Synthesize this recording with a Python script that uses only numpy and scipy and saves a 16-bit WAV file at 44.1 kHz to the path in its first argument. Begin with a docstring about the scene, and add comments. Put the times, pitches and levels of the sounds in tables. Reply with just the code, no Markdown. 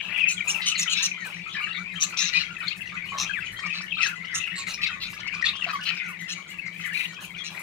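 """A flock of budgerigars chatters in an aviary of wire mesh and sheet metal.
Near birds warble and pip (gliding near-sines), squawk (pulsed buzz through resonances), tick (fast upward
sweeps), flutter and scuff (shaped noise). The rest of the flock babbles behind, through the cage's ring.
A distant motor throbs underneath (swelling drone), with low rumble and soft air noise."""
import sys
import numpy as np
from scipy import signal
from scipy.fft import rfft, irfft
from scipy.io import wavfile
from scipy.ndimage import map_coordinates

SR = 44100
rng = np.random.default_rng(int(sys.argv[2]) if len(sys.argv) > 2 else 0)


def pcm_store(signal):
    """Save signal as 16-bit PCM."""
    levels = np.round(np.clip(np.atleast_2d(signal), -1, 1) * 32767)
    wavfile.write(sys.argv[1], SR, levels.astype(np.int16).T)


N = 336042


def from_db(db):
    """Amplitude factor of a level in dB."""
    return 10 ** (np.asarray(db) / 20)


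def rms_one(x):
    """Scale to an RMS of 1."""
    return x / np.sqrt(np.mean(x ** 2) + 1e-20)


def in_time(rows):
    """The columns of a curve, read at every sample."""
    s, *columns = np.transpose(rows)
    return [np.interp(np.arange(N) / SR, s, c) for c in columns]


def per_bin(points):
    """A spectrum of few points, read at every FFT bin along log frequency."""
    hz, db = np.transpose(points)
    bin_hz = np.arange(N // 2 + 1) * SR / N
    return np.interp(np.log(bin_hz + 1), np.log(hz), db)


def wander(points_per_s, size):
    """Smooth random curve about 0, through `points_per_s` normal draws a second."""
    at = np.arange(size) * points_per_s / SR + rng.random()
    return map_coordinates(rng.standard_normal(1024), [at], order=2, mode="wrap")


def phase_of(hz):
    """Phase in radians of a moving frequency."""
    return 2 * np.pi * np.cumsum(hz) / SR


def resonate(x, hz, width_hz):
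    """A two-pole resonance."""
    r = np.exp(-np.pi * width_hz / SR)
    return signal.lfilter([1, 0, -1], [1, -2 * r * np.cos(2 * np.pi * hz / SR), r * r], x + 1e-18)


def resonate_twice(x, hz, width_hz):
    """Two equal resonances in series: steeper flanks."""
    return resonate(resonate(x, hz, width_hz), hz, width_hz)


def ring_along(x, path_hz, width_hz):
    """A double resonance whose centre follows a moving path."""
    turn = np.exp(1j * phase_of(path_hz))
    r = np.exp(-np.pi * width_hz / SR)
    return np.real(turn * signal.lfilter([1], [1, -2 * r, r * r], x / turn))


def swell(size, rise_s, fall_s):
    """An envelope with rounded flanks."""
    t = np.arange(size) / SR
    rise = np.sin(np.pi / 2 * np.clip(t / rise_s, 0, 1))
    fall = np.sin(np.pi / 2 * np.clip((t[-1] - t) / fall_s, 0, 1))
    return rise * fall


def add(out, sound, s, pan_db=0, spread_s=0.00011):
    """Place a sound in time; it reaches one port a little before the other."""
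    lag = rng.normal(0, spread_s)
    for channel, sign in enumerate((1, -1)):
        i = max(int((s + sign * lag / 2) * SR), 0)
        part = sound[:max(N - i, 0)]
        out[channel, i:i + len(part)] += part * from_db(sign * pan_db / 2)


# Still air, spectrum shape. Each row: frequency in Hz, relative density in dB.
AIR_SPECTRUM = [(40, -16), (100, -1), (240, -2), (350, 1), (520, -4), (900, -4), (3000, -10), (7000, -18),
                (12000, -29), (15500, -25)]
AIR_DB = -55


def air():
    """Soft even noise, shaped in frequency, only loosely alike at both ports."""
    mid, side = irfft(rfft(rng.standard_normal((2, N))) * from_db(per_bin(AIR_SPECTRUM)), N)
    return from_db(AIR_DB) * rms_one(mid + 0.88 * side * [[1], [-1]])


# Low rumble. Each row: time in seconds, level in dB.
RUMBLE_LEVEL = [(0, -63.5), (1.8, -62), (2.8, -54), (3.6, -56), (4.3, -65), (5.1, -52), (5.7, -62.5),
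                (7.6, -68)]


def rumble():
    """Uneven noise through two low resonances gives bumps, alike at both ports."""
    lumps = rng.standard_normal(N) * from_db(3 * wander(7, N))
    level_db, = in_time(RUMBLE_LEVEL)
    upper = resonate_twice(lumps, 81, 80)
    lower = resonate(resonate(lumps, 22, 44), 22, 75)
    return from_db(level_db) * rms_one(upper + 0.41 * lower)


THROB_HZ, THROB_PEAK_S, MOTOR_DB = 7.03, -.032, -48.5


def motor(level_db):
    """A droning resonance, part tone and part rumble, swells seven times a second."""
    t = np.arange(N) / SR
    throb = 1 + 0.54 * np.cos(2 * np.pi * THROB_HZ * (t - THROB_PEAK_S))
    phase = phase_of(171 + 2.52 * wander(4.1, N))
    hum = np.sin(phase) + 0.16 * np.sin(2 * phase)
    rough = rms_one(resonate_twice(rng.standard_normal(N), 177.2, 29.5))
    boom = rms_one(resonate_twice(rng.standard_normal(N), 113.0, 21))
    return from_db(level_db) * rms_one((hum + 0.85 * rough + 0.17 * boom) * throb)


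def near_walls(x, level_db):
    """Floor, dish and metal walls throw back a few quick echoes, different at each port."""
    out = x.copy()
    for k, lag in enumerate((rng.uniform(.001, .012, 12) * SR).astype(int)):
        gain = from_db(level_db) / np.sqrt(6) * (-1) ** (k // 2)
        out[k % 2, lag:] += gain * x[k % 2, :-lag]
    return out


CAGE_T60_S = 0.17


def cage(x):
    """The ring of the enclosure: twelve feedback delays a side, as strong as their input."""
    out = np.zeros((2, N))
    for k, lag in enumerate((rng.uniform(.007, .04, 24) * SR).astype(int)):
        loop = x[k % 2].copy()
        gain = from_db(-60 * lag / SR / CAGE_T60_S)
        for i in range(lag, N, lag):
            loop[i:i + lag] += gain * loop[i - lag:i][:N - i]
        out[k % 2] += (loop - x[k % 2]) * (-1) ** (k // 2)
    return rms_one(near_walls(out, 0)) * np.sqrt(np.mean(x ** 2))


FAR_WARBLE_SHARE, FAR_WARBLE_POINTS_PER_S = 0.052, 300
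FAR_ROUGH, FAR_OVERTONE_DB = .55, -27


def babble(pitch_hz, spread, count):
    """Many short rough slurs at chance moments and pitches; most of them fall."""
    out = np.zeros((2, N))
    for k, (when, length) in enumerate(rng.random((count, 2))):
        centre, slope, bend, loud, pan = np.clip(rng.standard_normal(5), -2, 2)
        fall = .025 + .075 * slope
        pitches_hz = pitch_hz * np.exp(spread * centre + np.array([fall, 0.05 * bend, -fall]))
        # a bird is loudest in the middle of its range
        gain = from_db(2.5 * loud - 1.5 * centre ** 2)
        chirp = note(.006 + .03 * length ** 2, pitches_hz, FAR_ROUGH, FAR_WARBLE_SHARE,
                     FAR_WARBLE_POINTS_PER_S, overtone_db=FAR_OVERTONE_DB)
        add(out, gain * chirp, (k + when) * N / SR / count, 4 * pan)
    return rms_one(out)


def far_squawks(count):
    """Short thin squawks from the back of the aviary, with pauses between them."""
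    out = np.zeros((2, N))
    for k, (when, length, pulse, shade, pan, loud) in enumerate(rng.random((count, 6))):
        call = squawk(.015 + .04 * length, 150 + 150 * pulse, .4, 5600 + 1300 * shade, 0, -1, -12)
        add(out, from_db(7 * loud) * call, (k + when / 2) * N / SR / count, 8 * (pan - .5))
    return rms_one(out)


# The flock further off, ahead of the gains below and in scene().
# Each row: time in seconds, relative level in dB.
FLOCK_LEVEL = [(0, -39.5), (.36, -48), (.6, -40.5), (1.02, -36.5), (1.17, -43.5), (1.44, -43), (1.57, -35),
               (1.7, -39), (1.86, -47), (1.97, -41), (2.1, -42), (2.42, -38), (2.54, -45), (2.61, -36),
               (2.76, -49.5), (2.83, -41.5), (3.56, -42.5), (3.66, -36.5), (3.86, -45.5), (4.03, -30.5),
               (4.15, -49), (4.36, -36.5), (4.53, -41.5), (4.9, -41.5), (5.1, -43.5), (5.55, -38),
               (5.68, -36.5), (5.81, -40), (5.91, -36.5), (6.17, -47), (6.35, -45), (6.57, -48.5),
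               (6.86, -42), (7.32, -48), (7.45, -45), (7.62, -41.5)]
CHATTER_DB, CLUCKS_DB, CHIRPS_DB = 7, -6.5, -10.5  # against the flock level
FAR_RASP_DB = -54.5


def far_flock():
    """Main chatter, low clucks and high chirps swell together over steady far squawks."""
    flock_db, = in_time(FLOCK_LEVEL)
    voices = from_db(CHATTER_DB) * babble(2320, 0.16, count=410)
    voices += from_db(CLUCKS_DB) * babble(1426, 0.1643, count=140)
    voices += from_db(CHIRPS_DB) * babble(3700, 0.135, count=290)
    return from_db(flock_db) * voices + from_db(FAR_RASP_DB) * far_squawks(count=52)


# The loudest scuffs of beaks, claws and feathers on husks and wire.
# Each row: start in seconds, level in dB of the hiss before its envelope.
LOUD_SCUFFS = [(.165, -41.5), (1.245, -34.5), (2.085, -42), (2.58, -44), (2.76, -37.5), (3.052, -43),
               (3.516, -38), (4.072, -33.5), (4.46, -45), (5.094, -35.5), (5.72, -41.5), (6.078, -37.5),
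               (6.201, -44), (6.488, -41), (6.845, -32), (7.295, -45), (7.584, -36)]
SCUFF_RISE_S, SCUFF_DECAY_S = 0.028, 0.017
SCUFF_HISS_HZ, SCUFF_HISS_WIDTH_HZ = 8400, 7800
SCUFFS_PER_S, FAINT_SCUFF_DB, SCUFF_SPREAD_DB = 3.6, -48, 4


def scuffs():
    """Brief gritty brushes of high noise: a few loud ones, and faint ones at chance moments."""
    out = np.zeros((2, N))
    t = np.arange(SR // 7) / SR
    shape = np.minimum(t / SCUFF_RISE_S, 1) * np.exp(-t / SCUFF_DECAY_S)
    faint = [((k + rng.random()) / SCUFFS_PER_S, rng.normal(FAINT_SCUFF_DB, SCUFF_SPREAD_DB))
             for k in range(40)]
    for s, db in list(LOUD_SCUFFS) + faint:
        grit = rng.standard_normal(len(t)) * from_db(3.1 * wander(560, len(t)))
        hiss = rms_one(resonate(grit, SCUFF_HISS_HZ, SCUFF_HISS_WIDTH_HZ))
        add(out, from_db(db) * hiss * shape, s)
    return out


def flutter(length_s, air_db, feather_db, beat_hz=19):
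    """Each wing beat pushes a puff of air and brushes the feathers together."""
    size = int(length_s * SR)
    beats = 1 + 0.14 * np.sin(2 * np.pi * beat_hz * np.arange(size) / SR)
    puff, feathers = rng.standard_normal((2, SR))[:, :size]
    puff = rms_one(resonate(puff, 1015, 770))
    feathers = rms_one(resonate(feathers * from_db(5 * wander(700, size)), 9500, 9000))
    return beats * swell(size, 0.025, 0.049) * (from_db(air_db) * puff + from_db(feather_db) * feathers)


# Wing flutters. Each row: start in seconds, length in seconds, air level in dB, feather level in dB,
# both before the envelope.
WING_FLUTTERS = [(0.02, 0.21, -49, -87), (0.441, 0.19, -45, -50), (1.242, 0.098, -45, -71),
                 (2.063, 0.15, -54, -73), (3.126, 0.18, -46.5, -78), (4.671, 0.085, -47, -49),
                 (6.763, 0.079, -85, -54), (6.924, 0.17, -58.5, -47.5), (7.203, 0.073, -48.5, -46.5),
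                 (7.496, 0.2, -48.5, -54)]


def flutters():
    """The wing beats of the near birds."""
    out = np.zeros((2, N))
    for s, length_s, air_db, feather_db in WING_FLUTTERS:
        add(out, flutter(length_s, air_db, feather_db), s)
    return out


# nominal start and end pitch and length; each tick is scaled by chance
TICK_START_HZ, TICK_END_HZ, TICK_S = 850, 3000, .022
TICK_BEAK_HZ, TICK_BEAK_WIDTH_HZ = 5100, 800
TICK_DB, TICK_BEAK_DB = -3.5, 1.5  # whole tick; overtones against fundamental


def tick(spread_db=0.76):
    """A hoarse whistle sweeps up too fast to follow; its overtones flash through the beak's resonance."""
    stretch, reach = from_db(spread_db * rng.standard_normal(2))
    size = int(TICK_S * stretch * SR)
    pitch_hz = reach * np.geomspace(TICK_START_HZ, TICK_END_HZ, size) * (1 + .055 * wander(900, size))
    phase = phase_of(pitch_hz)
    overtones = 0
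    for k in range(2, 5):
        beak_gain = 1 / np.hypot(1, (k * pitch_hz - TICK_BEAK_HZ) / TICK_BEAK_WIDTH_HZ)
        overtones = overtones + np.sin(k * phase) * 2 / k * beak_gain
    hoarse = 1 + .35 * wander(1400, size)
    whistle = np.sin(phase) + from_db(TICK_BEAK_DB) * overtones
    return from_db(TICK_DB) * whistle * hoarse * swell(size, .005, .004)


# Ticks. Each row: middle in seconds, gain in dB.
TICK_TIMES = [(2.14, -39), (3.597, -39), (3.666, -36), (3.815, -35), (4.254, -43), (5.138, -39),
              (5.201, -37), (5.274, -36), (5.346, -36), (5.419, -35), (5.561, -38), (5.641, -39),
              (5.71, -38), (5.81, -41), (5.837, -37), (5.946, -42), (6.672, -43), (7.14, -43)]
TICK_WALL_DB = -9


def ticks():
    """A bird ticks near the wall, whose echoes soften each sweep."""
    out = np.zeros((2, N))
    for s, db in TICK_TIMES:
        sweep = tick()
        add(out, from_db(db) * sweep, s - len(sweep) / SR / 2)
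    return near_walls(out, TICK_WALL_DB)


# resonances of throat and beak: (Hz, width Hz, dB); a chance size factor scales the Hz
CHEST, THROAT, BRIGHT = (1446, 740, -17.5), (2786, 470, -3.5), (4005, 840, -0.93)
HISS = (9010, 790, -0.72)
# a faint high band that accompanies the squawks, same columns and scaling
TOP_BAND = (14600, 1400, -24)
SIZE_SPREAD_SEMITONES = 0.399
SHRILL_WIDTH_HZ, SHRILL_DB, BEAK_WOBBLE_SEMITONES = 900, -0.5, 0.94


def squawk(length_s, pulse_hz, leak, shrill_hz, shrill_semitones, shrill_db, hiss_db,
           jitter=0.12, uneven_db=2.7, sweep=.3, buzz_hz=1320):
    """The syrinx chops a buzz into rapid pulses; each is a tiny falling chirp that rings throat and beak."""
    size = int((length_s + 0.0184) * SR)
    bird = 2 ** (SIZE_SPREAD_SEMITONES * rng.standard_normal() / 12)
    effort = np.abs(np.sin(np.pi * np.linspace(0, 1, size) ** .8)) ** .6
    cycle = np.cumsum(pulse_hz * (1 + jitter * wander(200, size))) / SR % 1
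    opening = np.abs(np.sin(np.pi * cycle ** .6)) ** 2.2

    bend = sweep * (.3 - cycle) + .2 * (effort - .8) + .09 * wander(500, size)
    phase = phase_of(bird * buzz_hz * (1 + bend))
    buzz = rms_one(sum(np.cos(k * phase) for k in range(1, 11)))
    breath = .4 * rng.standard_normal(SR)[:size]
    source = (buzz + breath) * (opening + leak) * from_db(uneven_db * wander(156, size))

    # the beak's opening tunes the shrill resonance
    beak_semitones = shrill_semitones * np.linspace(-.5, .5, size)
    beak_semitones = beak_semitones + BEAK_WOBBLE_SEMITONES * wander(106.0, size)
    shrill = ring_along(source, shrill_hz * 2 ** (beak_semitones / 12), SHRILL_WIDTH_HZ)
    voice = from_db(SHRILL_DB + shrill_db) * rms_one(shrill * effort ** 1.84)
    bands = [(CHEST, 0), (THROAT, 0), (BRIGHT, 0), (HISS, hiss_db), (TOP_BAND, shrill_db)]
    for (hz, width_hz, band_db), db in bands:
        ringing = resonate_twice(source, bird * hz, width_hz)
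        # the treble needs more effort
        voice = voice + from_db(band_db + db) * rms_one(ringing * effort ** np.sqrt(hz / 4500))
    return voice


# Rasping squawks. Each row: nominal start in seconds, nominal length in seconds, pulses per second,
# leak (share of air passing between pulses, which blurs them), gain in dB, shrill resonance in Hz,
# its glide in semitones, shrillness in dB, hiss in dB (both against the body), pan in dB left over right.
SQUAWK_CALLS = [(0.283, 0.063, 207, 0.8, -41, 7050, 3.5, 8.5, -4, 3),
                (0.482, 0.045, 183, 1, -43.5, 6570, -3.5, 14, 8.5, 4),
                (0.62, 0.0334, 450, 0.49, -34.5, 4430, 4, -22, -30, 0),
                (0.662, 0.055, 203, 0.76, -31, 6450, 2.5, 2.5, -7.5, 2),
                (0.783, 0.051, 290, 0.63, -35, 6260, -4.5, 8, -4.5, 3.5),
                (0.901, 0.04, 305, 0.34, -31, 6400, 1, -0.5, -15.5, 4),
                (0.963, 0.061, 230, 0.25, -34.5, 5300, 1, -3, -25, 7),
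                (1.027, 0.038, 330, 0.35, -30.5, 6120, -0.5, 5.5, -10.5, 4),
                (1.534, 0.035, 200, 0.4, -43, 5400, -3, -10, -35, 2),
                (2.005, 0.043, 167, 0.17, -36, 6340, 1.5, 11.5, -12.5, 9.5),
                (2.175, 0.06, 265, 0.18, -30.5, 5700, 2.5, 3, -17, 8.5),
                (2.243, .055, 172, 0.2, -36.5, 6000, -3, 0.5, -44, 14.5),
                (2.336, 0.09, 150, 0.56, -32.5, 4960, -3, -7.5, -28.5, 9),
                (2.686, 0.04, 370, 0.31, -49, 4400, -5, 0, -26, 10),
                (3.183, 0.066, 130, 0.39, -34, 5830, 1, 3, -16.5, 4),
                (3.738, 0.054, 140, 0.27, -36, 5300, 1, -15.5, -42, -2),
                (4.018, 0.06, 167, 0.57, -36.5, 5700, 3.5, 1.5, -17, 8.5),
                (4.348, 0.035, 190, 0.72, -39, 6600, 1.5, 9, -1, -0.5),
                (4.562, 0.066, 142, 0.41, -38, 7030, -2, -4, -36, -4),
                (4.671, 0.06, 260, 0.6, -39, 6500, -1, -3.5, -10.5, 2),
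                (4.74, 0.0107, 230, 0.5, -40, 5760, -4, 4, -16, 5.5),
                (4.82, 0.0226, 190, 0.47, -32, 4270, -4, -7, -35, -4.5),
                (4.867, .016, 193, 0.57, -34, 4300, -1, -7, -39, 7),
                (5.008, 0.06, 430, 0.28, -37.5, 3770, 3, 1, -25, 0),
                (5.449, 0.048, 226, 0.2, -28.5, 6130, 2, -17, -43, 0.5),
                (5.672, .04, 157, .2, -43, 1150, -7, 4.5, -57, 6),
                (5.86, 0.0445, 194, .2, -33, 2680, 4, 1.5, -38, 4.5),
                (5.973, 0.0134, 140, 0.43, -48, 5100, -2, 3.5, -30, 4),
                (6.287, 0.05, 230, .5, -39, 6200, 6, 1, -15, 3.5),
                (6.94, 0.12, 270, .4, -41.5, 5700, -2, -14, -12, 3.5),
                (7.445, 0.04, 152, 0.66, -40.5, 6030, -4, -1.5, -17.5, 5)]


def squawks():
    """The rasping calls of the near birds."""
    out = np.zeros((2, N))
    for s, length_s, pulse_hz, leak, db, shrill_hz, semitones, shrill_db, hiss_db, pan_db in SQUAWK_CALLS:
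        call = squawk(length_s, pulse_hz, leak, shrill_hz, semitones, shrill_db, hiss_db)
        add(out, from_db(db) * call, s - .007, pan_db)
    return out


# a trill at full roughness: mean rate, swing of pitch and of strength
TRILL_HZ, TRILL_PITCH_SHARE, TRILL_DEPTH_SHARE = 562, 0.05, 0.2


def note(length_s, pitches_hz, rough, warble, warble_rate, overtone_db=-39, shake_db=4.5, hoarse=0.48,
         rise_s=0.0025, fall_s=0.0057):
    """A near sine glides through three pitches; roughness makes the syrinx shake and trill it."""
    size = int((length_s + 0.0035) * SR)
    pitch_hz = np.polyval(np.polyfit([0, .5, 1], pitches_hz, 2), np.linspace(0, 1, size))
    trill = rough * np.sin(phase_of(TRILL_HZ * (1 + .25 * wander(250, size))))
    shaken = 1 + rough * warble * wander(warble_rate, size) + TRILL_PITCH_SHARE * trill
    phase = phase_of(pitch_hz * shaken)
    tone = np.sin(phase) + from_db(overtone_db) * (np.sin(2 * phase) + 0.4 * np.sin(3 * phase))
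    strength = from_db(np.sqrt(abs(rough)) * shake_db * wander(151.0, size))
    strength = strength * (1 + TRILL_DEPTH_SHARE * trill + rough * hoarse * wander(1202, size))
    return rms_one(tone * strength * swell(size, rise_s, fall_s))


BOW_SPREAD_SEMITONES = 0.59


def glide(pitch_hz, semitones):
    """Start, middle and end pitch of a note that slides through its centre in a slight bow."""
    bow = BOW_SPREAD_SEMITONES * rng.standard_normal()
    return pitch_hz * 2 ** (np.array([-semitones / 2 - bow, bow / 2, semitones / 2 - bow]) / 12)


WARBLE_SHARE, WARBLE_POINTS_PER_S = 0.065, 350  # near birds' pitch shake at roughness 1

# Single short strokes of voice from the nearest birds.
# Each row: start in seconds, pitch in Hz, level in dB, pan in dB left over right.
PIP_STROKES = [(0.068, 2590, -41, 3), (.378, 2290, -39, 17), (.405, 2340, -21.5, -4.5),
               (.421, 2120, -38, 13), (0.544, 2740, -27.5, 6), (.558, 2620, -33, 15.5),
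               (1.114, 2490, -28, 3), (2.565, 2520, -32, 0), (3.423, 2600, -35.5, 3),
               (3.922, 2550, -23.5, -2), (4.438, 2660, -27, -1), (4.451, 2590, -32, 2),
               (5.424, 1907, -26, 10), (5.44, 1860, -25.5, 9), (5.62, 2710, -22.5, -5.5),
               (5.641, 2676, -26.5, 7.5)]
PIP_S, PIP_FALL_SEMITONES, PIP_ROUGH = 0.0085, 1.54, 0.15  # note() adds 3.5 ms


def pips():
    """Short falling strokes, so close that they stay crisp."""
    out = np.zeros((2, N))
    for s, pitch_hz, db, pan_db in PIP_STROKES:
        pitches_hz = glide(pitch_hz, -PIP_FALL_SEMITONES)
        pip = note(PIP_S, pitches_hz, PIP_ROUGH, WARBLE_SHARE, WARBLE_POINTS_PER_S)
        add(out, from_db(db) * pip, s, pan_db)
    return out


# The clearest warbled notes. Each row: start in seconds, length in seconds (note() adds 3.5 ms),
# pitch in Hz, glide in semitones, level in dB, pan in dB left over right, roughness (0 is smooth).
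WARBLED_NOTES = [(0.0, 0.013, 2535, -1.5, -28.5, -0.5, 1.22), (.085, 0.055, 2570, 1.5, -33.5, 2, 1.07),
                 (0.14, 0.027, 2625, -2, -29, 6, 0.77), (0.169, 0.031, 2536, 4.5, -26, 4, 0.76),
                 (0.204, 0.042, 2582, -2, -20, 0.5, 0.36), (0.252, 0.021, 2370, -0.5, -27.5, 2, 0.9),
                 (0.269, 0.019, 2646, 1, -19, -5.5, 0.33), (0.289, 0.0365, 2460, -1.5, -27, 1, 0.65),
                 (0.368, 0.028, 3180, -3, -35.5, 3, 0.3), (0.472, 0.033, 2606, 3, -26.5, 4.5, 0.3),
                 (0.659, 0.042, 3030, 0, -23.5, -8, 0.44), (0.715, 0.049, 2400, -7, -30, 4.5, 0.7),
                 (0.751, 0.045, 4230, 1, -34, 2, 0.45), (0.819, 0.023, 2690, 1, -36, 7, 0.53),
                 (0.857, 0.023, 1990, -1.5, -36.5, 4, 0), (0.874, 0.057, 3100, -1.5, -33.5, 10.5, 0.52),
                 (0.933, .08, 3750, -0.5, -33, 7, 0.79), (0.997, 0.042, 2716, 2, -35, -2, 0.6),
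                 (1.127, 0.11, 2070, -4, -37.5, -4, 0.28), (1.218, 0.062, 1705, -5, -39.5, 1, 0.25),
                 (1.463, 0.032, 2310, 3.5, -43, 1, 0), (1.608, 0.025, 2620, 6, -34, -3, 0.1),
                 (1.638, .012, 2780, -1.5, -23.5, -6, 0), (1.706, 0.019, 2790, 1, -31.5, 3.5, 0.14),
                 (1.728, 0.055, 3720, -1, -39.5, 4, 0.7), (1.774, 0.056, 1327, 4.5, -44.5, 3, .3),
                 (1.9, 0.039, 2130, -0.5, -43, 9, 0.2), (1.955, 0.038, 3140, -0.5, -41, 11, 0.3),
                 (2.343, 0.042, 2464, 0.5, -20, -4, 0.1), (2.481, 0.073, 1390, -1, -45, 3, 0.24),
                 (2.629, 0.022, 1398, 3, -37, -1, 0.76), (2.669, 0.017, 3410, -4, -46, 24, 0.3),
                 (2.68, 0.011, 4340, 0.5, -30.5, 16, 0.3), (2.706, 0.027, 2630, 3, -35, 7, 0.25),
                 (2.807, 0.027, 2680, -0.5, -37, 4, 0.5), (2.875, 0.028, 2680, 0, -47, 7, .4),
                 (2.961, 0.064, 2390, -1.5, -37.5, 3, 0.57), (3.119, 0.058, 1101, 0, -35, 0, 0.53),
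                 (3.18, 0.045, 1166, 4, -35.5, 2, 0.4), (3.294, 0.02, 1573, -2.5, -35, 13.5, 0.2),
                 (3.335, 0.057, 2026, -10.5, -31, 4.5, 0.36), (3.634, 0.044, 1218, -3, -39.5, 2, 0.6),
                 (3.908, 0.039, 2844, -4.5, -33.5, 1, 0.15), (3.945, 0.022, 3900, 4, -42.5, -6, 0.36),
                 (3.969, 0.025, 3750, 6.5, -37, 0, 0.35), (4.021, 0.05, 1830, -5.5, -33, 10, 0.46),
                 (4.085, .06, 1556, -5, -42, 6.5, .3), (4.156, 0.26, 2063, 0.5, -41.5, 5.5, 0.4),
                 (4.413, 0.015, 2580, 2, -36.5, -1, 0.3), (4.473, 0.02, 2680, -2.5, -30, -6, 0.3),
                 (4.506, 0.015, 2620, -0.5, -32, -11, 0), (4.668, 0.019, 2114, -1, -33.5, 9, 0.62),
                 (4.816, 0.051, 2400, -4, -28.5, 4.5, 0.65), (4.86, 0.089, 2595, -1, -35.5, -1, 0.38),
                 (4.885, 0.024, 1426, -5, -40.5, 3, 0.35), (5.272, 0.021, 2690, 3, -35, 6, 0.42),
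                 (5.461, 0.013, 3510, -1.5, -24, 3, 0.4), (5.481, 0.013, 3780, 4, -23.5, -3, 0.5),
                 (5.664, 0.017, 702, -0.5, -37, -1, 0), (5.697, 0.02, 1432, -8, -38, 7.5, 0.65),
                 (5.732, 0.032, 1160, -2, -29, 4, 0.14), (5.969, .13, 2410, -1, -34, -3, 0.7),
                 (6.0, .13, 1430, -12, -47, 1, .3), (6.098, 0.069, 2070, -4, -44, 5, 0.27),
                 (6.202, .085, 2026, 0.5, -41.5, 2.5, 0.3), (6.288, .03, 2653, 2, -35.5, -1, 0.06),
                 (6.585, 0.015, 2640, 2, -32, 1, 0), (6.637, 0.047, 2090, -1, -40.5, 14, 0.47),
                 (6.794, 0.087, 2032, -3, -40.5, 4.5, 0.6), (6.899, 0.017, 1820, -5, -36.5, 2, 0),
                 (6.925, .014, 1830, 3, -33, 0, 0), (6.941, 0.036, 2398, 2.5, -27, 2.5, 0.48),
                 (6.992, 0.069, 2455, 0, -30, 1.5, 1), (7.348, 0.024, 2580, -7, -39, 0, 0.4),
                 (7.384, 0.041, 3374, -1, -45, 18, 0.32)]


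def warbles():
    """The gliding notes of the birds round the water dish."""
    out = np.zeros((2, N))
    for s, length_s, pitch_hz, semitones, db, pan_db, rough in WARBLED_NOTES:
        pitches_hz = glide(pitch_hz, semitones)
        warble = note(length_s, pitches_hz, rough, WARBLE_SHARE, WARBLE_POINTS_PER_S)
        add(out, from_db(db) * warble, s, pan_db)
    return out


NEAR_WALL_DB, CAGE_DB = -8, -12  # near birds: quick echoes; send to the cage
FAR_DIRECT_DB, FAR_CAGE_DB = -3.5, -4.5


def scene():
    """Near birds are fairly dry; the far flock is heard both directly and through the ring of the cage."""
    near = near_walls(warbles() + squawks() + flutters() + scuffs(), NEAR_WALL_DB) + pips() + ticks()
    far = far_flock()
    ring = cage(from_db(CAGE_DB) * near + from_db(FAR_CAGE_DB) * far)
    birds = near + from_db(FAR_DIRECT_DB) * far + ring
    return birds + motor(MOTOR_DB) + rumble() + air()


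# The two microphone ports hear differently. Each row: frequency in Hz, left minus right in dB.
PORT_BALANCE = [(100, 4.5), (200, 7), (400, 3), (700, 2.5), (1100, -0.5), (1500, 4.5), (1900, 13),
                (2400, 14), (3000, 18), (3800, 5), (4800, -1), (6500, -1.5), (9000, -11), (14000, -9)]
CUTOFF_HZ = 15800


def record(dry):
    """The ports share out each frequency unequally; the top is cut."""
    ratio = from_db(per_bin(PORT_BALANCE))
    ports = np.array([ratio, np.ones_like(ratio)]) * np.sqrt(2 / (1 + ratio ** 2))
    heard = irfft(rfft(dry) * ports, N)
    top_cut = signal.ellip(10, .1, 60, CUTOFF_HZ, fs=SR, output="sos")
    return signal.sosfiltfilt(top_cut, heard)


dry = scene()
out = record(dry)
pcm_store(out)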